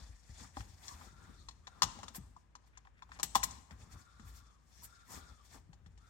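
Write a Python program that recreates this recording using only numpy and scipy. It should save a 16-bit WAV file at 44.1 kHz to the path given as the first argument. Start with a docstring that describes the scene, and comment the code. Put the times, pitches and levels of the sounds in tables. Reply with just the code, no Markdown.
"""A seat belt buckle, close to a stereo microphone pair in the back of a car parked in a workshop.
The steel tongue taps and bounces about the plastic shell, and the sprung latch snaps home.
A little to the right, webbing hisses across the leather bench and the reel whirs as it pays out.
Hands bump and press the cushions. Through the open door the hall gives each snap a faint tail,
over a low ventilation hum."""
import sys
import numpy as np
from scipy import signal
from scipy.fft import rfft, irfft
from scipy.io import wavfile
from scipy.ndimage import map_coordinates

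SR = 44100
rng = np.random.default_rng(int(sys.argv[2]) if len(sys.argv) > 2 else 0)


def dump_mix(stems):
    """Bounce the given channels to the path in sys.argv[1] as a 16-bit WAV at rate SR."""
    frames = np.atleast_2d(stems).T  # one column per channel
    limited = np.clip(frames, -1, 1)  # hard clip at full scale
    pcm = np.round(limited * 32767).astype(np.int16)
    wavfile.write(sys.argv[1], SR, pcm)


N = 268613
TIME = np.arange(N) / SR


def from_db(db):
    """Decibels to gain."""
    return 10 ** (np.asarray(db) / 20)


def dying(t, t60):
    """Falls by 60 dB in t60 seconds."""
    return from_db(-60 * t / t60)


def onset(t, rise_s):
    """Rises smoothly from zero to one."""
    return 1 - np.exp(-(t / rise_s) ** 2)


def unit_energy(x):
    """Scales each channel to an energy of one."""
    return x / np.sqrt(np.sum(x ** 2, axis=-1, keepdims=True))


def response(points, size=4096):
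    """Minimum-phase impulse response for a spectrum of (f/Hz, level/dB) points."""
    hz, db = np.transpose(points)
    grid_hz = np.maximum(np.arange(size // 2 + 1) * SR / size, 1)
    gain = from_db(np.interp(np.log(grid_hz), np.log(hz), db))
    cepstrum = irfft(np.log(gain))
    cepstrum[1:size // 2] *= 2
    cepstrum[size // 2 + 1:] = 0
    return irfft(np.exp(rfft(cepstrum)))


def through(x, impulse):
    """Passes a stereo sound through an impulse response."""
    return signal.oaconvolve(x, np.atleast_2d(impulse), axes=-1)[:, :N]


def colour(x, points):
    """Shapes white sound to a spectrum and keeps its power."""
    return through(x, unit_energy(response(points)))


def low_cut(x, hz, order=3):
    """Rolls off the sound below hz."""
    return signal.sosfilt(signal.butter(order, hz, "high", fs=SR, output="sos"), x)


def noise(alike, size=N):
    """White stereo noise; alike is the share of power common to both sides."""
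    common = rng.standard_normal(size)
    return np.sqrt(alike) * common + np.sqrt(1 - alike) * rng.standard_normal((2, size))


def drift(per_s):
    """A smooth random curve with a spread of one."""
    knots = rng.standard_normal(N // 20)
    coarse = TIME[::8]
    curve = np.interp(TIME, coarse, map_coordinates(knots, [coarse * per_s], order=2, mode="mirror"))
    return curve / curve.std()


def band(phase, width_hz):
    """A band of stereo noise around a turning phase."""
    return np.array([drift(width_hz) * np.cos(phase) + drift(width_hz) * np.sin(phase)
                     for side in range(2)])


def add(track, s, sound):
    """Mixes a sound in at time s."""
    start = max(round(s * SR), 0)
    track[:, start:start + sound.shape[-1]] += sound[..., :N - start]


def from_left(x, lag_s):
    """The sound reaches the right microphone later."""
    return np.array([x[0], np.interp(TIME - lag_s, TIME, x[1])])


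def mode(t, hz, db, t60):
    """One struck resonance: a dying sine."""
    return from_db(db) * np.sin(2 * np.pi * hz * t) * dying(t, t60)


def stroke(s, half_s, fall_ratio=1.236, squareness=1.7):
    """A movement of the hand swells to its peak at s and fades a little more slowly."""
    near = slice(max(int((s - 5 * half_s) * SR), 0), int((s + 5 * half_s) * SR))
    offset = (TIME[near] - s) / half_s
    away = np.where(offset < 0, -offset, offset / fall_ratio)
    swell = np.zeros(N)
    swell[near] = np.exp(-away ** squareness / 2)
    return swell


def friction(alike, patchy_db=4.2, patches_per_s=55):
    """Rubbing noise: each half octave catches and lets go on its own."""
    rest, rub = noise(alike), 0
    for hz in np.geomspace(500, 8000, 9):
        low = signal.sosfiltfilt(signal.butter(3, hz, fs=SR, output="sos"), rest)
        rub = rub + low * from_db(patchy_db * drift(patches_per_s))
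        rest = rest - low
    return (rub + rest) / np.std(rub + rest)


# Room tone of the workshop: f/Hz, level/dB
AIR_SPECTRUM = [(15, -34.5), (25, -10.5), (76, 5.5), (394, -18), (818, -19.5), (1700, -21), (2840, -28.5),
                (7500, -51.5), (16000, -69)]
def background(air_db=-69, hum_hz=57, hum_db=-66, waver_db=1.5):
    """Still air all around the car and a low, wavering ventilation hum."""
    hum_gain = from_db(hum_db + waver_db * drift(17))
    hum = hum_gain * np.sin(2 * np.pi * hum_hz * TIME + 2.0 * drift(3.9))
    return hum + from_db(air_db) * colour(noise(0.19), AIR_SPECTRUM)


# Colour of the hall, heard from inside the car: f/Hz, level/dB
HALL_SPECTRUM = [(60, -8), (250, -3.5), (600, 3.5), (1100, -2.5), (3000, 0.5), (6200, 1.5), (9000, 0),
                 (13000, -13.5), (17000, -13)]
def hall(x, wet_db=-14, t60=0.69, build_s=0.0024):
    """The diffuse tail of the workshop comes back through the open door."""
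    t = TIME[:SR * 3 // 2]
    tail = unit_energy(noise(0, len(t)) * dying(t, t60) * onset(t, build_s))
    return from_db(wet_db) * through(through(x, response(HALL_SPECTRUM)), tail)


# Echoes off hard surfaces near the microphones: left delay/s, right delay/s, level/dB
CABIN_ECHOES = [(.00057, .00058, -18), (.00091, .00093, -15), (.00116, .00117, -17), (.00175, .0036, -15),
                (.0052, .0043, -14)]
def cabin(x, lowest_hz=1500):
    """Small hard surfaces return the treble within a few milliseconds and ripple its spectrum."""
    echoes = np.zeros((2, SR // 100))
    for left_s, right_s, db in CABIN_ECHOES:
        echoes[0, round(left_s * SR)] = echoes[1, round(right_s * SR)] = from_db(db)
    return x + through(low_cut(x, lowest_hz, order=1), echoes)


# Soft bumps on the rear bench: t/s, level/dB, f/Hz
CUSHION_BUMPS = [(0.018, -41.5, 53), (0.092, -41, 55), (0.295, -37.5, 71), (0.568, -37.5, 276),
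                 (0.598, -36, 94), (1.129, -47, 133), (1.838, -31, 160), (2.181, -35.5, 189),
                 (3.242, -49.5, 176), (3.357, -40, 300), (3.44, -51, 204), (3.714, -41, 155),
                 (4.196, -45.5, 218), (4.247, -47.5, 52.2), (5.692, -48, 156.2), (5.863, -48, 167.4)]
def bumps(tone_db=-2, cycles=13, soft_s=0.0016, thud_db=-9, thud_t60=0.15,
          settle_s=0.028, settle_ratio=0.7, settle_db=-6.5):
    """A bumped cushion rings, then settles lower and softer; returns tones and a thud envelope."""
    tones, thuds = np.zeros((2, 2, N))
    t = TIME[:SR // 2]
    for s, db, hz in CUSHION_BUMPS:
        push = from_db(db) * (1 - np.exp(-t / soft_s))
        add(tones, s, push * mode(t, hz, tone_db, cycles / hz))
        add(tones, s + settle_s, push * mode(t, settle_ratio * hz, tone_db + settle_db, cycles / hz))
        add(thuds, s, push * from_db(thud_db) * dying(t, thud_t60))
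    return tones, thuds


# A hand leans on the bench: peak t/s, half length/s, cushion rumble/dB, leather rub/dB
HAND_PRESSES = [(-0.017, 0.051, -67, -61.5), (0.425, 0.026, -55, -57), (0.68, 0.13, -57.5, -77.5),
                (0.995, 0.057, -55, -59.5), (1.253, 0.046, -63, -62), (1.408, 0.097, -56.5, -85),
                (1.955, 0.13, -59, -59.5), (2.272, 0.026, -57, -102.5), (3.159, 0.072, -58.5, -67.5),
                (3.432, 0.089, -52.5, -60.5), (3.725, 0.014, -58.5, -58.5), (3.817, 0.024, -51, -63.5),
                (3.943, 0.029, -50.5, -60.5), (4.296, 0.085, -58, -73), (4.83, 0.046, -59.5, -81.5),
                (5.156, 0.036, -54, -55), (5.3, 0.019, -59, -63.5), (5.55, 0.025, -57.5, -60.5),
                (5.791, 0.21, -61, -83.5)]
# The leather cover and the cushion under it: f/Hz, level/dB
LEATHER_SPECTRUM = [(80, -18.5), (160, 0.5), (240, -1.5), (400, -11), (600, -13.5), (900, -7), (1600, -13),
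                    (5000, -36.5)]
CUSHION_SPECTRUM = [(20, -28.5), (35, -0.5), (50, 12.5), (100, 5.5), (140, -6), (220, -11.5), (400, -23.5),
                    (900, -33), (3000, -51.5)]
def seat(rumble_db=-1, leather_db=-2, catch_db=1.5, lowest_hz=45):
    """The cushions thud when bumped; under a leaning hand they rumble and the leather catches."""
    tones, thuds = bumps()
    weight, rub = sum(from_db([[cushion_db], [rub_db]]) * stroke(s, half_s)
                      for s, half_s, cushion_db, rub_db in HAND_PRESSES)
    leather = friction(0.39) * rub * from_db(leather_db + catch_db * np.tanh(drift(70)))
    rumble = noise(0.98) * (thuds + weight * from_db(rumble_db))
    cushions = tones + colour(rumble, CUSHION_SPECTRUM)
    # the slowest movements radiate no sound
    return colour(leather, LEATHER_SPECTRUM) + low_cut(cushions, lowest_hz)


# The belt is pulled off the reel: start t/s, length/s, level/dB
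REEL_PULLS = [(0.9, 0.66, -70), (1.62, 0.68, -72.5), (3.86, 0.78, -71.5), (4.805, 0.43, -70),
              (5.096, 0.4, -65), (5.974, 0.53, -70.5)]
def spool(spin_up_s=0.036, run_down_s=0.23):
    """Each pull spins the spool up and lets it run down; returns its speed (0-1) and loudness."""
    speed, loudness = 0, 0
    for s, length_s, db in REEL_PULLS:
        spin_up = 1 - np.exp(-np.maximum(TIME - s, 0) / spin_up_s)
        spin = spin_up * np.clip((s + length_s - TIME) / run_down_s, 0, 1)
        speed = np.maximum(speed, spin)
        loudness = np.maximum(loudness, from_db(db) * spin)
    return speed, loudness


def reel(slow_hz=830, full_hz=1394, wobble=0.014, whir_db=-1.5, width_hz=150,
         rasp_width_hz=600, rasp_db=-3, overtone_ratio=2.7, overtone_db=-11, waver_db=1.8):
    """The reel whirs in a restless band with a rasp and a faint overtone, higher as it spins faster."""
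    speed, loudness = spool()
    hz = slow_hz + (full_hz - slow_hz) * np.sqrt(speed)
    phase = 2 * np.pi * np.cumsum(hz * (1 + wobble * drift(25))) / SR
    whir = band(phase, width_hz)
    rasp = from_db(rasp_db) * band(phase, rasp_width_hz)
    overtone = from_db(overtone_db) * band(overtone_ratio * phase, rasp_width_hz)
    uneven_pull = from_db(whir_db + waver_db * drift(22))
    return loudness * uneven_pull * (whir + rasp + overtone)


# The ribs of the weave cross an edge: peak t/s, half length/s, level/dB, f/Hz
WEAVE_NOTES = [(0.915, 0.016, -53.5, 1058), (1.4, 0.019, -69, 4060), (4.213, 0.23, -73, 1129),
               (4.8, 0.041, -68.5, 5750), (4.83, 0.0069, -62.5, 1006), (5.123, 0.02, -59.5, 994)]
def singing_weave(width_share=0.25):
    """Drawn over an edge, the even weave gives a brief, breathy pitch."""
    return sum(from_db(db) * stroke(s, half_s) * band(2 * np.pi * hz * TIME, width_share * hz)
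               for s, half_s, db, hz in WEAVE_NOTES)


# Webbing slides through the hand: peak t/s, half length/s, level/dB, zip/dB re slide
BELT_SLIDES = [(0, 0.11, -66.5, -32), (0.306, 0.039, -69.5, -19), (0.416, 0.034, -59.5, -35),
               (0.589, 0.023, -59, -12), (0.688, 0.046, -69, -10), (0.882, 0.046, -58, -9),
               (1.036, 0.03, -63.5, -11), (1.346, 0.15, -75.5, -22), (2.161, 0.0074, -50, 5),
               (2.676, 0.0078, -73.5, -9), (3.149, 0.028, -69, -35), (3.515, 0.043, -65.5, -29),
               (3.818, 0.029, -68, -30), (3.926, 0.012, -62.5, -7), (4, 0.016, -67.5, -7),
               (4.283, 0.017, -65, 0), (4.365, 0.018, -66, 0.5), (4.778, 0.067, -69, -8),
               (4.845, 0.0094, -61.5, 12), (5.135, 0.029, -56.5, -1), (5.457, 0.015, -67.5, -6),
               (5.541, 0.021, -61, -8)]
# The webbing's rub, its slip, and the bright top shared by zip and latch snap: f/Hz, level/dB
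RUB_SPECTRUM = [(150, -33.5), (250, -17), (576, -13.5), (740, -1), (1330, -13), (1750, -3.5), (2960, -10.5),
                (6590, -6), (8700, -9), (10700, -19.5), (13000, -21), (16000, -35)]
SLIP_SPECTRUM = [(400, -8), (900, 4.5), (2500, -6), (5000, -2.5), (8000, -1.5), (10500, -17),
                 (12200, -31.5), (14000, -21.5), (17000, -18)]
BRIGHT_SPECTRUM = [(3000, -55.5), (8000, -7.5), (10200, -18), (11900, -4.5), (12800, -15.5), (13700, -23),
                   (15400, -14.5), (17000, -13.5)]
def belt(grain_db=0.5, slip_db=-7, zip_db=-1, running_db=-4, rustle_db=-87, rustle_swing_db=3):
    """The weave catches and slides in fine grains, brighter where it slips fast through the hand."""
    slides, zips = 0, 0
    for s, half_s, db, bright_db in BELT_SLIDES:
        slide = from_db(db) * stroke(s, half_s)
        slides = slides + slide
        zips = zips + from_db(bright_db + zip_db) * slide
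    rustle = from_db(rustle_db + rustle_swing_db * drift(15))  # a held belt never lies quite still
    _, spool_loudness = spool()
    running = from_db(running_db) * spool_loudness
    movement = np.sqrt(slides ** 2 + running ** 2 + rustle ** 2)
    grain = from_db(grain_db * drift(340))
    rub = colour(friction(0.19) * grain * movement, RUB_SPECTRUM)
    slip = colour(friction(0.22) * grain * slides * from_db(slip_db), SLIP_SPECTRUM)
    zipping = colour(noise(0.074) * grain * zips, BRIGHT_SPECTRUM)
    return rub + slip + zipping


def bounces(s, db, tone, gap_s, loss_db, gap_shrink=0.65, loss_power=1.1):
    """Steel touches three times, ever sooner and weaker; yields (t/s, level/dB, tone) for each."""
    for k in range(3):
        yield s, db - k ** loss_power * loss_db, tone
        s += gap_s * gap_shrink ** k


# The tongue taps about the buckle, and the row at 4.8476 s is the sharp tick that sets off a zip of the
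# webbing: # t/s, steel level/dB, shell/dB re steel, rim clack/dB re steel, tongue ring/dB re steel, ring centre
# f/Hz, shell centre f/Hz
TONGUE_TAPS = [(0.5682, -50, 24.5, 4, -7, 5300, 870), (.606, -55, 7, 13, 6, 3333, 1000),
               (.8795, -50.5, -50, -14, 15.5, 5400, 1000), (1.0114, -59, 24, 1, -10, 3920, 1180),
               (1.4855, -47, 11.5, -5.5, 8.5, 4330, 945), (1.509, -57.5, -2, -0.5, 6, 4170, 1076),
               (1.6693, -54.5, 10, 4.5, 16.5, 3660, 794), (1.675, -51, 17.5, 4.5, 0, 3700, 850),
               (1.9875, -52, 17, -7.5, -1, 4050, 730), (2.031, -43.5, 13, -26, -15, 5500, 890),
               (2.081, -42.5, 1.5, -12, -4, 4100, 1140), (2.147, -55, 14, 9, 11, 5530, 995),
               (2.363, -65.5, 32.5, -19.5, 6.5, 7100, 1070), (2.552, -52, 12.5, 0, 3, 6030, 1050),
               (2.638, -72, 20.5, 0, -7, 6050, 910), (2.7727, -56.5, 13.5, 4, 11.5, 7040, 1000),
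               (2.8505, -67, 24, 8.5, -12, 6750, 980), (2.871, -68.5, 28, 11.5, -11, 4000, 986),
               (3.0216, -59, 24.5, 6.5, 13, 3600, 1054), (3.09, -64, 23, 0, -7.5, 4090, 880),
               (3.1177, -56.5, 17, 8, 3, 3760, 1050), (3.189, -49.5, 12, -3.5, -13.5, 7040, 800),
               (3.197, -41, 12, -5, -2, 7000, 910), (3.349, -32, -6.5, -14, -21.5, 6960, 990),
               (3.369, -36.5, 1.5, -11.5, -24.5, 3550, 1025), (3.4308, -38.5, -39, 8, 12, 7600, 1045),
               (3.508, -53, -11, -6, 15.5, 7100, 1030), (3.708, -51.5, 9, 0, -28, 3980, 730),
               (4.196, -57, 14, 0, -12, 4040, 1260), (4.8476, -57, -14, -17, 5, 8820, 1000),
               (5.73, -56.5, 8, -4, -15, 4050, 800), (5.8605, -59.5, 4.5, 1, 2, 3660, 830),
               (5.975, -58.5, -3, -6.5, -5, 7020, 796)]
def tap_contacts(firm_db=-37, firm_bright_db=-21.5, firm_rise_s=0.0008, gap_s=0.005, ring_share=0.72):
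    """The hand-held tongue bounces raggedly and rings short; a lighter tap is duller and rises slower."""
    for s, db, shell_db, _, ring_db, ring_hz, shell_hz in TONGUE_TAPS:
        force_db = db - firm_db
        bright_db = firm_bright_db + 0.91 * force_db
        rise_s = firm_rise_s * from_db(-0.45 * force_db)
        tone = (shell_db, bright_db, shell_hz, ring_db, ring_hz, rise_s, ring_share)
        yield from bounces(s, db, tone, gap_s * rng.uniform(0.6, 1.5), loss_db=7)


# The tongue scrapes along the slot: peak t/s, half length/s, level/dB
RIM_SCRAPES = [(2.761, 0.015, -69.5), (2.98, 0.019, -75.5), (3.15, .022, -67)]
# The plastic rim of the slot: f/Hz, level/dB
RIM_SPECTRUM = [(400, -33.5), (1700, 2), (2400, -4), (7000, -35.5)]
def slot(clack_t60=0.02, grain_db=5, grains_per_s=300):
    """The rim clacks under each tap and scrapes while the tongue feels for the opening."""
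    clacks, t = np.zeros((2, N)), TIME[:SR // 10]
    for s, db, _, clack_db, *_ in TONGUE_TAPS:
        add(clacks, s, from_db(db + clack_db) * noise(0.93, len(t)) * dying(t, clack_t60))
    pressure = sum(from_db(db) * stroke(s, half_s) for s, half_s, db in RIM_SCRAPES)
    scrapes = noise(1.0) * pressure * from_db(grain_db * drift(grains_per_s))
    return colour(clacks + scrapes, RIM_SPECTRUM)


# Modes of the buckle's plastic shell: f/Hz, level/dB, t60/s
SHELL_MODES = [(650, 2, .024), (790, -4, .05), (965, -8, .035), (1040, 0, .034), (1120, -6, .028),
               (1210, -8, .04), (1895, -21, .04)]
def shell_knock(t, centre_hz, ring_share, fall_db_per_octave=27):
    """The hollow shell knocks; the point of contact favours the modes near centre_hz."""
    return sum(mode(t, hz, db - fall_db_per_octave * abs(np.log2(hz / centre_hz)), t60 * ring_share)
               for hz, db, t60 in SHELL_MODES)


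# Modes of the steel tongue: f/Hz, level/dB
TONGUE_MODES = [(3410, 0), (3568, -6), (3783, -4), (3896, -4), (4197, -2), (4275, -1), (5083, -3),
                (5260, -2), (5539, -2), (5823, -2), (6112, -3), (6329, -1), (6775, 0), (7100, 0),
                (7523, -2), (8820, -7)]
def tongue_ring(t, centre_hz, ring_share, t60=0.03, detune=0.008, fall_db_per_octave=14):
    """The tongue rings most near centre_hz; the fingers damp it and shift its modes at each touch."""
    ringing = 0
    for hz, db in TONGUE_MODES:
        gripped_hz = hz * rng.normal(1, detune)
        struck_db = db - fall_db_per_octave * abs(np.log2(hz / centre_hz)) + rng.uniform(-3, 3)
        ringing = ringing + mode(t, gripped_hz, struck_db, t60 * ring_share)
    return ringing


def clatter(t, crack_t60, scatter_db, scatter_t60):
    """A dense crack of steel on steel, then its scatter about the cabin."""
    crack = noise(0.49, len(t)) * dying(t, crack_t60)
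    scatter = noise(0.15, len(t)) * from_db(scatter_db) * dying(t, scatter_t60)
    return crack + scatter


# The latch springs over: t/s, steel level/dB, shell/dB re steel, bright snap/dB re steel,
# shell centre f/Hz, tongue ring/dB re steel, ring centre f/Hz, rise/s, first gap/s, bounce loss/dB
LATCH_SNAPS = [ (1.8195, -22.5, 8, -12, 1121, 5, 5050, 0.0014, .0099, 5.5),
               (3.2303, -28, -26, 0, 797, -0.5, 7580, 0.00051, .005, 19),
               (3.3525, -22.5, 13.5, -3.5, 964, -6.5, 3300, 0.002, .00385, 11.5),
               (3.4351, -34.5, 1.5, 4.5, 1040, 10.5, 7350, 0.001, .0029, 4), ]
def snap_contacts(ring_share=1):
    """The sprung latch rebounds at set gaps and rings for its full time."""
    for s, db, *tone, gap_s, loss_db in LATCH_SNAPS:
        yield from bounces(s, db, (*tone, ring_share), gap_s, loss_db)


# The steel latch, close up: f/Hz, level/dB
LATCH_SPECTRUM = [(150, -28.5), (500, -24.5), (800, -2), (1400, -13.5), (1850, -5.5), (2400, -13),
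                  (2900, -3.5), (3420, -7.5), (3850, -4), (4700, -8.5), (5800, -6.5), (7000, -6),
                  (8300, -11.5), (9700, -19), (13000, -36.5), (16000, -36.5)]
def buckle(latch_db=2.5, snap_db=1, shell_db=1, tongue_db=-5, pad_db=-22, pad_t60=0.13,
           steel_lag_s=0.00009, plastic_lag_s=0.00023):
    """Every contact shakes latch, tongue and shell; returns the knocks and the tongue's ring."""
    latch, snap, shell, tongue, pad = np.zeros((5, 2, N))
    t = TIME[:SR // 10]
    for contacts in (snap_contacts(), tap_contacts()):
        for s, db, tone in contacts:
            hollow_db, bright_db, shell_hz, ring_db, ring_hz, rise_s, ring_share = tone
            blow = from_db(db) * onset(t, rise_s)
            crack = clatter(t, 0.017 * ring_share, scatter_db=-9, scatter_t60=0.07 * ring_share)
            bright_crack = clatter(t, 0.017, scatter_db=-8, scatter_t60=0.074)
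            add(latch, s, blow * from_db(latch_db) * crack)
            add(snap, s, blow * from_db(bright_db + snap_db) * bright_crack)
            add(shell, s, blow * from_db(hollow_db + shell_db) * shell_knock(t, shell_hz, ring_share))
            add(tongue, s, blow * from_db(ring_db + tongue_db) * tongue_ring(t, ring_hz, ring_share))
            # the buckle is nudged against the leather under it
            add(pad, s, blow * from_db(pad_db) * noise(0.95, len(t)) * dying(t, pad_t60))
    steel = colour(latch, LATCH_SPECTRUM) + colour(snap, BRIGHT_SPECTRUM)
    plastic = low_cut(shell, hz=600) + slot()  # the small shell radiates poorly below its lowest mode
    knocks = from_left(steel, steel_lag_s) + from_left(plastic, plastic_lag_s)
    return knocks + colour(pad, LEATHER_SPECTRUM), from_left(tongue, steel_lag_s)


def scene(belt_pan_db=1.22, ring_to_hall_db=-8):
    """The rear bench from close by, the belt to the right of the buckle, the workshop beyond the door."""
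    knocks, ringing = buckle()
    to_right = from_db([[-belt_pan_db], [belt_pan_db]])
    near = knocks + seat() + (belt() + singing_weave() + reel()) * to_right
    # little of the tongue's ring gets past the hand and out of the door
    escaping = near + from_db(ring_to_hall_db) * ringing
    return cabin(near + ringing) + hall(escaping) + background()


# Balance of the microphone pair: f/Hz, left minus right level/dB
MIC_BALANCE = [(40, 2.3), (90, 3.4), (180, 6.5), (350, 8), (750, 4), (1200, 7.5), (2400, 3), (4400, 13),
               (7200, 11.5), (9700, 2), (14000, 0)]
def record(dry, cutoff_hz=16100):
    """The left microphone faces the buckle, the right is shaded; the top treble is cut."""
    sides = [response([(hz, sign * db / 2) for hz, db in MIC_BALANCE]) for sign in (1, -1)]
    top_cut = signal.ellip(10, 0.2, 80, cutoff_hz, fs=SR, output="sos")
    return signal.sosfilt(top_cut, through(dry, sides))


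dry = scene()
out = record(dry)
dump_mix(out)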